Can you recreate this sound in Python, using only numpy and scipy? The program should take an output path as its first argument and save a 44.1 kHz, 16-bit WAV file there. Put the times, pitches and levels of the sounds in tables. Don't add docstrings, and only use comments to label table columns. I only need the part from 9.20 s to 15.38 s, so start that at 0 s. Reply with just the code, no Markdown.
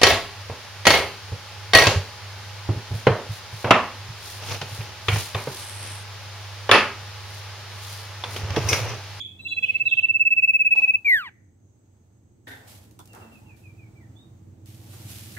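import sys
import numpy as np
from scipy import signal
from scipy.fft import rfft, irfft, next_fast_len
from scipy.io import wavfile
from scipy.ndimage import uniform_filter1d, map_coordinates

SR = 44100
rng = np.random.default_rng(int(sys.argv[2]) if len(sys.argv) > 2 else 0)


def undo_db(level):
    steps = np.asarray(level, float) / 20
    return 10 ** steps


def wav_record(signal):
    frames = np.transpose(np.atleast_2d(signal))
    bounded = np.clip(frames, -1, 1)
    quanta = np.round(bounded * 32767).astype(np.int16)
    wavfile.write(sys.argv[1], SR, quanta)


N = 272538
TOP_HZ = 15750

# start_s, length_s, peak_db
TRILL_NOTES = [(0.186, 0.029, -37.5), (0.245, 0.033, -26), (0.302, 0.037, -22), (0.361, 0.034, -17.5),
               (0.421, 0.032, -14), (0.478, 0.033, -14.5), (0.538, 0.032, -15), (0.593, 0.034, -14.5),
               (0.649, 0.035, -14), (0.708, 0.034, -12.5), (0.765, 0.035, -12), (0.823, 0.035, -12),
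               (0.881, 0.034, -11.5), (0.933, 0.04, -12.5), (0.991, 0.039, -10.5), (1.046, 0.039, -11.5),
               (1.101, 0.039, -10.5), (1.16, 0.041, -10.5), (1.219, 0.037, -10), (1.271, 0.04, -10.5),
               (1.331, 0.038, -9), (1.388, 0.038, -10.5), (1.443, 0.038, -10.5), (1.503, 0.037, -10),
               (1.555, 0.044, -10.5), (1.614, 0.04, -10.5), (1.671, 0.04, -11), (1.733, 0.027, -11)]
# time_s, pitch_hz
TRILL_PITCH = [(.19, 2640), (.25, 2684), (.42, 2584), (.55, 2622), (.83, 2640), (1.1, 2613), (1.68, 2586),
               (1.74, 2592)]
NOTE_BEND = [(0, 1.004), (.35, 1.007), (1, .987)]
# time_s, pitch_hz, level_db, overtone_db
SLIDE = [
    (1.846, 2402, -35, -56),
    (1.858, 2412, -19.5, -48.5),
    (1.889, 2199, -16.5, -42.5),
    (1.94, 1904, -13.5, -40),
    (1.975, 1665, -24, -39),
    (2.03, 1238, -38.5, -48),
    (2.073, 943.5, -48, -41),
    (2.096, 740, -64, -47),
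]
# freq_hz, level_db
THROAT = [(1200, -8), (1900, 7), (3000, 4), (4500, -2), (5400, -14), (7000, -11), (8500, -12), (10800, -22),
          (12900, 3), (14500, -3), (15600, -18)]
# freq_hz, level_db (per Hz)
BREATH = [(1100, -20), (1700, 0), (2600, 9), (3400, 4), (4300, -16), (6500, -14), (9000, -26), (11500, -14),
          (13500, -4), (15500, -5)]
# start_s, length_s, first_hz, last_hz, level_db
NEIGHBOUR = [
    (.03, 0.037, 3600, 3330, -42),
    (.188, 0.2, 3947, 3999, -32),
    (0.262, 0.075, 3430, 3340, -29),
    (.345, .05, 3353, 3260, -35.5),
    (0.791, 0.11, 2540, 1720, -52),
]
# start_s, length_s, first_hz, last_hz, level_db
HIDDEN = [
    (0, 0.006, 3360, 3446, -23.5),
    (0, 0.013, 2710, 2090, -49),
    (0.045, 0.1, 2590, 2530, -63.5),
    (0.409, 0.033, 3430, 3305, -37),
    (0.421, 0.076, 3306, 2087, -36),
    (0.495, .12, 2050, 2227, -57),
    (0.645, 0.04, 3950, 3852, -40),
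    (0.668, 0.05, 3905, 2898, -35),
    (0.723, 0.075, 3240, 2887, -41),
]
# start_s, length_s, first_hz, last_hz, level_db
DISTANT = [
    (3.875, 0.093, 2856, 2640, -54),
    (3.995, 0.085, 2790, 2645, -52),
    (4.11, 0.073, 2850, 2490, -51),
    (4.25, 0.11, 2870, 2305, -53.5),
    (4.415, 0.11, 2680, 2315, -52.5),
    (4.56, .125, 2664, 2190, -55.5),
    (4.75, .045, 2380, 2280, -56),
    (4.79, .075, 2250, 1760, -57.5),
    (4.946, 0.093, 3370, 3810, -53.5),
]
# start_s, length_s, first_hz, last_hz, level_db
DOVES = [
    (.3, 0.28, 493, 479, -55.5),
    (.55, 0.21, 492, 484, -56.5),
    (1.366, 0.059, 546, 539, -56),
    (4.007, 0.17, 224, 228, -46.5),
    (4.15, 0.089, 220, 223, -57),
    (4.93, 0.15, 1150, 1154, -70),
]
# freq_hz, width_hz, level_db
FRAME = [(264, 36, -9.5), (419, 154, -7.5), (787, 450, -6.5), (1530, 140, -2.5), (1840, 350, 1),
         (3600, 340, -9.5), (3300, 2100, -9.5)]
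PERCH = [(329, 80, -3.5), (770, 147, -6.5), (995, 130, -1.5), (1310, 237, -6), (3480, 330, -11)]
TRAY = [(386, 360, -1.3), (780, 360, -0.59), (1290, 710, -0.74)]
HOOK = [(303, 370, -10.5), (819.5, 313, -1), (4000, 4800, -8.5)]
DOOR = [(654, 310, -12.5), (1760, 530, 0)]
CUP = [(865, 170, 0)]
WIRE = [(4001, 1000, 0)]
# cage part, start_s, level_db, shake_s, t60_s (time to fall by 60 dB)
JOLTS = [
    (WIRE, .44, -62, 0.15, .2),
    (WIRE, .65, -62, .1, .19),
    (HOOK, 1.55, -46.5, 0.05, .48),
    (FRAME, 3.269, -46, 0.057, .45),
    (PERCH, 3.79, -50, .022, .11),
    (TRAY, 3.935, -51.5, 0.072, 0.58),
    (CUP, 4.2, -63, .12, 0.18),
    (DOOR, 4.3, -71, .05, .38),
    (TRAY, 5.73, -58, .015, .08),
    (DOOR, 6.165, -37.5, .04, .44),
]
# start_s, peak_db
TICKS = [
    (3.711, -53),
    (3.7908, -42.5),
    (3.8019, -51),
    (3.8561, -49),
    (3.8747, -51),
    (3.9326, -47),
    (3.9494, -46.5),
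    (5.459, -50.5),
    (5.7361, -51.5),
]
# start_s, rise_s, level_db, hold_s, t60_s
STIRS = [(0, 0.0011, -69.5, 0.013, 1.2), (.37, .05, -65, 0.0089, 1.15), (0.549, 0.086, -75, 1.1, 0.96),
         (0.623, 0.047, -65.5, .01, 0.87), (1.511, 0.055, -71.5, 0.0085, 1.6),
         (3.261, 0.019, -51, 0.011, 0.55), (3.461, .015, -50, 0.053, .6), (3.9, .06, -62, 0.0084, 1),
         (4.109, .015, -63, 0.0089, 0.92), (4.351, 0.016, -64, 0.012, 0.69),
         (5.457, 0.011, -55, 0.045, 1.5), (5.502, .24, -50.5, 0.098, 0.63), (5.796, 0.11, -43, .01, 0.71),
         (5.852, .1, -48.5, .3, .5)]
# freq_hz, level_db (per Hz)
LEAF_COLOUR = [(530, -36), (900, -10.5), (1290, -6), (2660, -0.5), (3600, -0.5), (8000, -3), (12000, -2),
               (15000, -5.5), (15700, -11)]
# time_s, firings_per_s, level_db
ENGINE = [(0.0, 20.0, -52.5), (0.55, 18.1, -52), (0.8, 17.7, -54), (1.46, 18.1, -58), (1.74, 17.5, -60),
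          (2.01, 20.0, -57.5), (2.9, 18, -59.5), (3.2, 18.8, -55.5), (3.45, 18.2, -52.5), (3.9, 19.9, -52),
          (4.3, 19.5, -51), (4.66, 18.7, -48), (5.3, 18.7, -48.5), (5.83, 19.0, -44), (6.18, 19.0, -44.5)]
# freq_hz, level_db (per Hz)
EXHAUST = [(18, -61), (30, -31), (43, -22), (79, -8), (97, 1), (156, -14.5), (208, -12), (275, -15.5),
           (322, -14.5), (377, -20), (700, -37.5), (910, -68), (1540, -120)]
# freq_hz, level_db (per Hz)
AIR = [(260, -35), (450, -6.5), (864, -6.5), (973, -12), (2830, -21.5), (6490, -25.5), (7090, -24),
       (7750, -21), (10600, -34), (15600, -26)]
# time_s, level_db
BREEZE = [(0.0, -78.5), (0.5, -71.5), (1.29, -76), (1.65, -76.5), (2.27, -86), (3.25, -83), (3.44, -69),
          (3.77, -77.5), (4.01, -69), (4.37, -76.5), (5.39, -77), (5.83, -68), (6.18, -73)]
# freq_hz, width_hz, level_db
INSECTS = [
    (6430, 690, -78.5),
    (7735, 120, -83),
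]
# freq_hz, likeness (1 = the same)
ALIKE = [(60, 0.98), (180, 0.93), (550, 0.22), (1650, -0.06), (4970, 0.079), (15000, 0.3)]


def unit(x):
    return x / np.sqrt(np.mean(x ** 2) + 1e-20)


def along(points, hz):
    f, v = np.transpose(points)
    return np.interp(np.log(hz + 1), np.log(f + 1), v)


def curves(rows):
    s, *cols = np.transpose(rows)
    return [np.interp(np.arange(N) / SR, s, c) for c in cols]


def wobble(rate):
    knots = rng.standard_normal(int(N * rate / SR) + 4)
    return map_coordinates(knots, [np.arange(N) * rate / SR])


def filtered(x, response):
    m = next_fast_len(x.shape[-1] + SR // 10)
    return irfft(rfft(x, m) * response(np.fft.rfftfreq(m, 1 / SR)), m)[..., :x.shape[-1]]


def resonance(hz, width):
    return lambda f: 1j * f * width / (hz * hz - f * f + 1j * f * width)


def add(out, s, x):
    part = out[..., round(s * SR):][..., :x.shape[-1]]
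    part += x[..., :part.shape[-1]]


def rush(spectrum):
    def shares(hz):
        turn = np.arccos(np.clip(along(ALIKE, hz), -1, 1)) / 2
        return undo_db(along(spectrum, hz)) * [np.cos(turn), np.sin(turn)]

    mid, side = filtered(rng.standard_normal((2, N)), shares)
    return unit(np.array([mid + side, mid - side]))


def echoes(x, t60, gap_s):
    t = np.arange(SR // 2) / SR
    tail = rng.standard_normal((2, len(t))) * undo_db(-60 * t / t60) * (t > gap_s)
    return signal.fftconvolve(np.atleast_2d(x), tail / np.linalg.norm(tail[0]), axes=1)[:, :N]


def singer():
    out = np.zeros((2, N))
    add_trill(out)
    add_slide(out)
    out = at_ports(out)
    on_slide = np.arange(N) > round(SLIDE[0][0] * SR)
    breath = undo_db(-37.5 - 8 * on_slide) * uniform_filter1d(np.abs(out), size=90) * rush(BREATH)
    near = undo_db(-16.5) * echoes(out[0], t60=.13, gap_s=.006)
    far = undo_db(-35) * echoes(out[0], t60=.65, gap_s=.015)
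    return out + breath + near + far


def add_trill(out):
    shake_db, shake_hz = .8 * wobble(160), 14 * wobble(120)
    crest = 0.62
    for s, length, db in TRILL_NOTES:
        pitch_hz = np.interp(s, *np.transpose(TRILL_PITCH))
        pan_db = -6.5 + 4 * s
        u = np.linspace(0, 1.1, round(1.1 * length * SR))
        v = np.clip((u - .09) / .96, 0, 1)
        rise = (v / crest) ** 0.77
        fall = 1 - (np.abs(v - crest) / (1 - crest)) ** 2.1
        size = np.convolve(np.where(v < crest, rise, fall), np.hanning(160) / 80, "same")
        bend_power = (length - .032) / .007 + max(-db - 16, 0) / 14
        bend = np.interp(u, *np.transpose(NOTE_BEND)) ** bend_power
        now = slice(round(s * SR), round(s * SR) + len(u))
        gain = undo_db(db + .5) * size ** np.clip(-db / 14, .75, 1.1) * undo_db(shake_db[now])
        over = undo_db(-28.5) * gain ** 1.59
        note = voice(pitch_hz * bend + shake_hz[now], gain, over, tilt_db=2.0, rough=0.14, count=7)
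        add(out, s, note * undo_db([[pan_db / 2], [-pan_db / 2]]))


def add_slide(out):
    start, end = round(SLIDE[0][0] * SR), round(SLIDE[-1][0] * SR)
    hz, db, over_db = (uniform_filter1d(c[start:end], size=400) for c in curves(SLIDE))
    tilt_db = 11 * np.log2(2200 / hz)
    steps = np.arange(len(hz))
    edge = np.clip(np.minimum(steps, steps[::-1]) / (0.0012 * SR), 0, 1)
    add(out, SLIDE[0][0], edge * voice(hz, undo_db(db + 3.5), undo_db(over_db), tilt_db, rough=0.12, count=16))


def voice(hz, gain, over, tilt_db, rough, count):
    turns = 2 * np.pi * np.cumsum(hz) / SR
    k = np.arange(2, count)[:, None]
    sizes = undo_db(along(THROAT, k * hz) - tilt_db * np.log2(k / 2)) * (k * hz < TOP_HZ)
    flutter = unit(uniform_filter1d(rng.standard_normal((count, SR // 2)), size=24))[2:, :len(hz)]
    overtones = (sizes * (1 + rough * flutter) * np.sin(k * turns)).sum(axis=0)
    return gain * np.sin(turns) + over * overtones


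def at_ports(x):
    lag_s, turn_rad = .000097, .22

    def both(f):
        left = 1 + 0.5 * resonance(2250, 90)(f)
        cancel = (1j * (f - 2222) - 8) / (1j * (f - 2222) + 35)
        return np.array([left, cancel * np.exp(-2j * np.pi * f * lag_s - 1j * turn_rad)])

    return filtered(x, both)


def far_birds():
    neighbour = whistles(NEIGHBOUR, direct=.8, ease=1.05)
    hidden = whistles(HIDDEN, direct=0.19, ease=1.05)
    distant = whistles(DISTANT, direct=0.81, ease=1.7)
    doves = whistles(DOVES, direct=0.68, ease=1.05)
    direct, scattered = neighbour + hidden + distant + doves
    close = echoes(direct, t60=.19, gap_s=0)
    return close + undo_db(6) * echoes(scattered, t60=.5, gap_s=0)


def whistles(rows, direct, ease):
    out = np.zeros(N)
    for s, length, first_hz, last_hz, db in rows:
        u = np.linspace(0, 1, round(length * SR))
        hz = last_hz + (first_hz - last_hz) * (1 - u) ** ease
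        turns = 2 * np.pi * np.cumsum(hz) / SR
        tone = np.sin(turns) + undo_db(-29) * np.sin(2 * turns) + undo_db(-35) * np.sin(3 * turns)
        swell = np.abs(np.sin(np.pi * u ** .75)) ** .9
        add(out, s, undo_db(db) * swell * tone)
    return np.clip([[direct], [1 - direct]], 0, 1) * out


def cage():
    out = np.zeros((2, N))
    for part, s, db, shake, t60 in JOLTS:
        for hz, width, level in part:
            add(out, s, undo_db(db + level) * ringing(hz, width, shake, t60))
    out = out * undo_db(1.8 * wobble(90))
    for s, db in TICKS:
        add(out, s, undo_db(db + 2.5) * tick())
    return out


def ringing(hz, width, shake, t60):
    t = np.arange(SR // 2) / SR
    both, apart = rng.standard_normal((2, len(t)))
    spread = np.clip(hz / 900, 0, 1)
    ring = filtered(both + spread * np.array([apart, -apart]), lambda f: resonance(hz, width)(f) ** 2)
    return undo_db(-60 * np.maximum(t - shake, 0) / t60) * np.minimum(t / 0.003, 1) * unit(ring)


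def tick():
    t = np.arange(SR // 2) / SR
    snap = filtered(rng.standard_normal((2, len(t))), resonance(7100, 14000))
    return snap * (undo_db(-60 * t / 0.014) + undo_db(-11.5 - 60 * t / 0.26))


def leaves():
    power = undo_db(2 * -95)
    t = np.arange(N) / SR
    for s, rise, db, hold, t60 in STIRS:
        swell = np.clip((t - s) / rise, 0, 1) ** 4
        fall_db = 60 * np.maximum(t - s - rise - hold, 0) / t60
        power = power + swell * undo_db(2 * (db - fall_db))
    crackle_db = 1.3 * wobble(300) + 0.67 * wobble(30)
    return np.sqrt(power) * unit(undo_db(crackle_db) * rush(LEAF_COLOUR))


def engine():
    rate, db = curves(ENGINE)
    turns = np.cumsum(rate * (1 + .01 * wobble(8))) / SR
    puffs = np.diff(np.floor(turns), prepend=0) * undo_db(1.9 * wobble(13))
    throb = unit(filtered(echoes(puffs, t60=.11, gap_s=0)[0], exhaust_pipe))
    near = np.clip((db + 60) / 15, .1, .85)
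    return undo_db(db + 1.29) * (near * throb + np.sqrt(1 - near ** 2) * rush(EXHAUST))


def exhaust_pipe(hz):
    rings = 1 + .8 * resonance(102, 45)(hz) + 2.4 * resonance(320, 14)(hz) + .8 * resonance(222, 24)(hz)
    bass_cut = hz ** 2 / (hz ** 2 + 65 ** 2)
    return undo_db(along(EXHAUST, hz)) * rings * bass_cut / (1 + (hz / 290) ** 4)


def garden():
    level_db, = curves(BREEZE)
    out = undo_db(level_db + 11.5 + 1.1 * wobble(4)) * rush(AIR)
    for hz, width, db in INSECTS:
        buzz = filtered(rng.standard_normal((2, N)), lambda f: resonance(hz, width)(f) ** 2)
        out = out + undo_db(db + 2.2 * wobble(19)) * unit(buzz)
    return out


def scene():
    surroundings = far_birds() + cage() + leaves() + engine() + garden()
    return singer() + surroundings * undo_db([[-.8], [.8]])


def band_limit(x):
    return signal.sosfilt(signal.butter(12, 15710, fs=SR, output="sos"), x)


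def record(dry):
    mix = filtered(dry, lambda hz: hz < TOP_HZ)
    return band_limit(mix)


dry = scene()
out = record(dry)
wav_record(out)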